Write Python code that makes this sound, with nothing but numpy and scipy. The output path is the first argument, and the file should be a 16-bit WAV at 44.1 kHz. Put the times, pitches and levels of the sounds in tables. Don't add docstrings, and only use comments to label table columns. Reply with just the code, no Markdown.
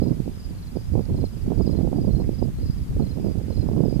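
import sys
import numpy as np
from scipy import signal
from scipy.fft import rfft, irfft, next_fast_len
from scipy.io import wavfile
from scipy.ndimage import uniform_filter1d, map_coordinates

SR = 44100
rng = np.random.default_rng(int(sys.argv[2]) if len(sys.argv) > 2 else 0)


def int16_out(signal):
    q = np.round(np.clip(np.atleast_2d(signal).T, -1, 1) * 32767)
    wavfile.write(sys.argv[1], SR, q.astype(np.int16))


N = 176400


def amp(db):
    return 10 ** (np.asarray(db) / 20)


def unit(x):
    return x / np.sqrt(np.mean(x ** 2) + 1e-20)


def curve(rows):
    return np.interp(np.arange(N) / SR, *np.transpose(rows))


def wobble(knots_per_s):
    return map_coordinates(rng.standard_normal(8192), [np.arange(N) * knots_per_s / SR], mode="wrap")


def filtered(x, response):
    size = next_fast_len(N + 8192)
    return irfft(rfft(x, size) * response(np.fft.rfftfreq(size, 1 / SR)), size)[..., :N]


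def coloured(x, spectrum):
    knots_hz, db = np.transpose(spectrum)
    return unit(filtered(x, lambda hz: amp(np.interp(np.log(hz + 1), np.log(knots_hz + 1), db))))


def noise_band(shape, centre_hz, sigma_oct):
    noise = rng.standard_normal(shape)
    return unit(filtered(noise, lambda hz: np.exp(-.5 * (np.log2((hz + 1) / centre_hz) / sigma_oct) ** 2)))


def even(x, window_s):
    size = int(window_s * SR)
    power = np.abs(uniform_filter1d(uniform_filter1d(x ** 2, size), size))
    return x / np.sqrt(power + 1e-9)


def add(track, centre_s, sound):
    start = round(centre_s * SR) - sound.shape[-1] // 2
    first, end = max(start, 0), min(start + sound.shape[-1], N)
    if end > first:
        track[..., first:end] += sound[..., first - start:end - start]


# (frequency [Hz], gain [dB])
HISS_SPECTRUM = [(100, 0), (3000, 0), (7000, 0), (14000, -.5)]
def microphone_hiss(level_db=-57):
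    return amp(level_db) * coloured(rng.standard_normal((2, N)), HISS_SPECTRUM)


# (frequency [Hz], gain [dB])
WATER_SPECTRUM = [(100, -12), (400, 4.5), (700, 1.5), (1000, -2), (1600, -5.5), (2700, -8), (4000, -11),
                  (7000, -15), (14000, -19)]
def water(level_db=-53.5, patch_db=1, sway_db=0.44):
    spectrogram = signal.stft(rng.standard_normal((2, N)), nperseg=512)[2]
    patches = uniform_filter1d(rng.standard_normal(spectrogram.shape[1:]), size=6, axis=0)
    patches = unit(uniform_filter1d(patches, size=12, axis=1))
    wash = signal.istft(spectrogram * amp(patch_db * patches), nperseg=512)[1][:, :N]
    return amp(level_db + sway_db * wobble(3.0)) * coloured(wash, WATER_SPECTRUM)


# (time [s], pitch [Hz], level [dB], length [s])
ROCK_SPLASHES = [(1.055, 4770, -51, .004), (2.243, 1900, -52, .012)]
def splashes():
    out, t = np.zeros((2, N)), np.arange(N) / SR
    for time_s, hz, db, length_s in ROCK_SPLASHES:
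        envelope = np.exp(-(2 * (t - time_s) / length_s) ** 2)
        out += amp(db) * envelope * noise_band((2, N), hz, sigma_oct=0.18)
    return out


# (pitch [Hz], mean fall [Hz])
STROKE_FALL = [(4200, 260), (5000, 750)]
def wing_stroke(pitch_hz, pan_db, length_s=.028, right_lead_rad=2.07):
    t = np.arange(-SR // 40, SR // 40) / SR
    position = np.clip(t / length_s, -.5, .5)
    fall_hz = np.interp(pitch_hz, *np.transpose(STROKE_FALL))
    detune, slope = rng.normal(0, .06), rng.normal(1, .2)
    slide = detune - slope * position - .8 * position ** 2
    phase = 2 * np.pi * np.cumsum(pitch_hz + fall_hz * slide) / SR
    left = amp(pan_db / 2) * np.sin(phase)
    right = amp(-pan_db / 2) * np.sin(phase + right_lead_rad)
    return np.cos(np.pi * position) ** 2 * np.array([left, right])


def ground_echo(sound, t60_s=0.27, level_db=-7.5):
    age_s = np.arange(SR // 4) / SR
    tail = rng.standard_normal((2, len(age_s))) * amp(-60 * age_s / t60_s)
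    tail /= np.linalg.norm(tail[0])
    return amp(level_db) * signal.fftconvolve(sound, tail, axes=1)[:, :N]


# (last stroke time [s], pitch [Hz], level [dB], left over right [dB])
NEAR_CHIRPS = [(.078, 4170, -52, 0), (.085, 4950, -47, 4), (.45, 4960, -49, 2), (.5, 4900, -54, 2),
               (.68, 4150, -54.5, -2), (.812, 4880, -49.5, 4), (.86, 5050, -55, 1), (1.255, 5020, -51.5, 1),
               (1.262, 4190, -51, 3), (1.675, 4830, -49.5, -1), (1.712, 5010, -47.5, 7),
               (1.772, 4170, -49, -1), (2.063, 4880, -49.5, 4), (2.207, 4200, -48, 1),
               (2.222, 5150, -54, 0), (2.437, 4950, -48.5, 5.5), (2.677, 4200, -53, 0),
               (2.712, 4920, -48.5, 5), (2.73, 5040, -51, 0), (3.115, 4170, -50, 2),
               (3.145, 5100, -52.5, 1), (3.32, 4960, -52, 2), (3.595, 5040, -51, -1), (3.615, 4930, -51, 6),
               (3.619, 4170, -48.5, 0), (3.945, 4950, -50.5, 5), (3.958, 4920, -50, 1)]
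# (pitch [Hz], level [dB])
FAR_CRICKETS = [(4970, -56.5), (4660, -56.5), (4920, -56.5), (4450, -58.5), (4860, -56.5), (4980, -58)]
STROKE_GAINS_DB = [-3, 0, -0.8]
def crickets(stroke_period_s=.045, far_period_s=.47, far_pan_db=4):
    chirps = list(NEAR_CHIRPS)
    for i, (hz, db) in enumerate(FAR_CRICKETS):
        cycles = np.arange(10) + i / len(FAR_CRICKETS) + rng.normal(0, 0.07, 10)
        chirps += [(far_period_s * cycle, hz, db, far_pan_db) for cycle in cycles]
    out = np.zeros((2, N))
    for last_s, hz, db, pan_db in chirps:
        first_s = last_s - stroke_period_s * (len(STROKE_GAINS_DB) - 1)
        for k, stroke_db in enumerate(STROKE_GAINS_DB):
            time_s = first_s + k * stroke_period_s + rng.normal(0, 0.0011)
            add(out, time_s, amp(db + stroke_db + rng.normal(0, 1)) * wing_stroke(hz, pan_db))
    return out + ground_echo(out)


# (time [s], level [dB])
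LEE_WIND = [(0.0, -37), (0.08, -34), (0.2, -38.5), (0.29, -36.5), (0.4, -41), (0.51, -36), (0.65, -35.5),
            (0.75, -41), (0.93, -32), (1.07, -40), (1.12, -23.5), (1.17, -28), (1.32, -40.5), (1.42, -37.5),
            (1.47, -27), (1.54, -41), (1.64, -33.5), (1.92, -34), (2.03, -27), (2.08, -32), (2.29, -29),
            (2.35, -40), (2.5, -36), (2.54, -29), (2.85, -33.5), (2.94, -21.5), (3.13, -38.5), (3.28, -32),
            (3.36, -43), (3.41, -34), (3.56, -38), (3.76, -29), (3.8, -40), (4.0, -38)]
# (frequency [Hz], gain [dB])
LEE_SPECTRUM = [(8, -10), (20, 3), (80, 3.5), (140, -1.5), (200, -3.5), (250, -10), (350, -21), (500, -34),
                (1000, -46), (3000, -100)]
def sheltered_rumble(gain_db=1.3, flutter_db=1.5):
    rumble = even(coloured(rng.standard_normal(N), LEE_SPECTRUM), window_s=0.038)
    return amp(curve(LEE_WIND) + gain_db + flutter_db * wobble(50)) * rumble


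# (time [s], level [dB])
RUMBLE_SWELL = [(0.0, -15.5), (0.12, -30.5), (0.17, -28), (0.2, -24), (0.43, -32), (0.46, -27.5),
                (0.72, -31), (0.77, -19), (0.8, -26.5), (0.96, -18), (1.06, -22), (1.13, -14.5),
                (1.16, -26), (1.23, -13.5), (1.31, -30), (1.48, -17.5), (1.51, -32), (1.58, -11.5),
                (1.66, -18.5), (1.84, -16), (1.96, -24.5), (2.13, -13), (2.38, -23), (2.43, -15.5),
                (2.55, -31), (2.59, -19.5), (2.68, -19), (2.74, -29), (2.79, -16.5), (2.86, -32),
                (2.97, -17), (3.14, -25.5), (3.4, -20), (3.46, -25.5), (3.51, -17.5), (3.54, -29),
                (3.6, -13.5), (3.65, -24), (3.72, -16.5), (3.78, -28), (3.82, -21), (4.0, -20.5)]
# (frequency [Hz], gain [dB])
RUMBLE_SPECTRUM = [(8, -13), (20, -5.5), (45, 2.5), (70, 1), (105, 0.5), (135, -6.5), (200, -15.5),
                   (500, -42), (2000, -100)]
def exposed_rumble(gain_db=-2.9, flutter_db=2):
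    level_db = curve(RUMBLE_SWELL) + gain_db + flutter_db * wobble(30)
    return amp(level_db) * even(coloured(rng.standard_normal(N), RUMBLE_SPECTRUM), window_s=0.062)


# (time [s], frequency scale [Hz], peak before low-pass [dB])
HARD_EDDIES = [(.025, 215, -6), (.056, 125, -11), (.074, 168, -8.5), (.110, 182, -7.5), (.117, 160, -6.5),
               (.203, 119, -8), (.279, 243, -12.5), (0.771, 235, -9.5), (.955, 298, -9.5),
               (.979, 300, -14.5), (.995, 257, -11), (1.241, 254, -8), (1.479, 161, -9.5),
               (1.52, 307, -6.5), (1.592, 165, -8.5), (1.610, 225, -6), (1.677, 200, -5),
               (1.73, 160, -15.5), (1.789, 215, -10), (1.835, 161, -7), (1.851, 195, -8.5),
               (1.875, 307, -14), (1.93, 298, -8), (2.018, 165, -11), (2.176, 104, -12),
               (2.201, 290, -13.5), (2.293, 215, -6), (2.427, 285, -6), (2.7, 89, -6.5), (2.828, 48.7, -12),
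               (3.006, 227, -10), (3.024, 198, -10), (3.186, 218, -11), (3.247, 272, -15.5),
               (3.264, 178, -7.5), (3.689, 376, -12.5), (3.715, 268, -13), (3.794, 181, -7),
               (3.806, 228, -6), (3.858, 225, -6.5), (3.884, 201, -7), (3.928, 222, -7), (3.968, 99, -6.5)]
def thumps(port_cutoff_hz=1150):
    out, t = np.zeros(N), np.arange(-SR // 25, SR // 25) / SR
    signs = rng.choice([-1, 1], len(HARD_EDDIES))
    for (time_s, hz, db), sign in zip(HARD_EDDIES, signs):
        offset_sq = (np.pi * hz * t) ** 2
        spike = (1 - 3 * offset_sq) / (1 + offset_sq) ** 3
        add(out, time_s, sign * amp(db) * spike)
    return filtered(out, lambda hz: 1 / np.hypot(1, (hz / port_cutoff_hz) ** 2))


# (time [s], strength [dB])
GUSTS = [(0.0, -19), (0.06, -18.5), (0.12, -19), (0.17, -28), (0.2, -21), (0.24, -33.5), (0.28, -23),
         (0.35, -36), (0.38, -29.5), (0.44, -36.5), (0.5, -28), (0.59, -35.5), (0.71, -36.5), (0.76, -20),
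         (0.78, -26.5), (0.81, -30.5), (0.88, -43), (0.94, -19), (1.0, -16.5), (1.03, -29.5), (1.07, -28),
         (1.1, -19.5), (1.18, -20.5), (1.24, -22), (1.26, -32), (1.29, -33.5), (1.38, -26.5), (1.41, -35),
         (1.47, -22), (1.52, -17), (1.56, -24.5), (1.61, -14), (1.65, -22.5), (1.68, -19.5), (1.72, -19),
         (1.86, -17.5), (1.91, -25), (1.93, -19.5), (1.98, -15), (2.01, -22.5), (2.09, -16.5), (2.13, -23),
         (2.21, -17.5), (2.24, -23.5), (2.29, -25), (2.33, -26.5), (2.38, -27), (2.41, -19), (2.49, -22.5),
         (2.55, -42), (2.6, -23), (2.67, -28.5), (2.73, -33.5), (2.82, -28.5), (2.86, -36), (2.97, -21),
         (3.02, -16), (3.05, -25), (3.15, -27.5), (3.18, -18.5), (3.22, -24.5), (3.26, -16), (3.33, -25),
         (3.42, -21), (3.45, -29.5), (3.5, -18), (3.54, -26.5), (3.58, -22), (3.74, -20), (3.8, -14),
         (3.91, -22), (4.0, -18.5)]
# (centre [Hz], full-gust level [dB], growth [dB/dB], flutter before evening [dB])
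EDDY_BANDS = [(157, -21.6, 1.3, 4.5), (241.6, -24.5, 1.3, 4), (374, -30.3, 1.45, 5), (570, -37, 2.15, 7),
              (886, -52, 2.45, 10)]
def eddies(full_gust_db=-18):
    gust_db = curve(GUSTS) - full_gust_db
    flutter = np.clip(wobble(150), -2, 2)
    out = np.zeros(N)
    for hz, db, growth, flutter_db in EDDY_BANDS:
        band = noise_band(N, hz, sigma_oct=0.37) * amp(flutter_db * flutter)
        out += amp(db + growth * gust_db) * even(band, window_s=0.042)
    return out


def scene():
    left = sheltered_rumble()
    right = exposed_rumble() + eddies() + thumps()
    return np.array([left, right]) + water() + crickets() + microphone_hiss() + splashes()


def record(dry, band_limit_hz=14260):
    return filtered(dry, lambda hz: hz < band_limit_hz)


dry = scene()
out = record(dry)
int16_out(out)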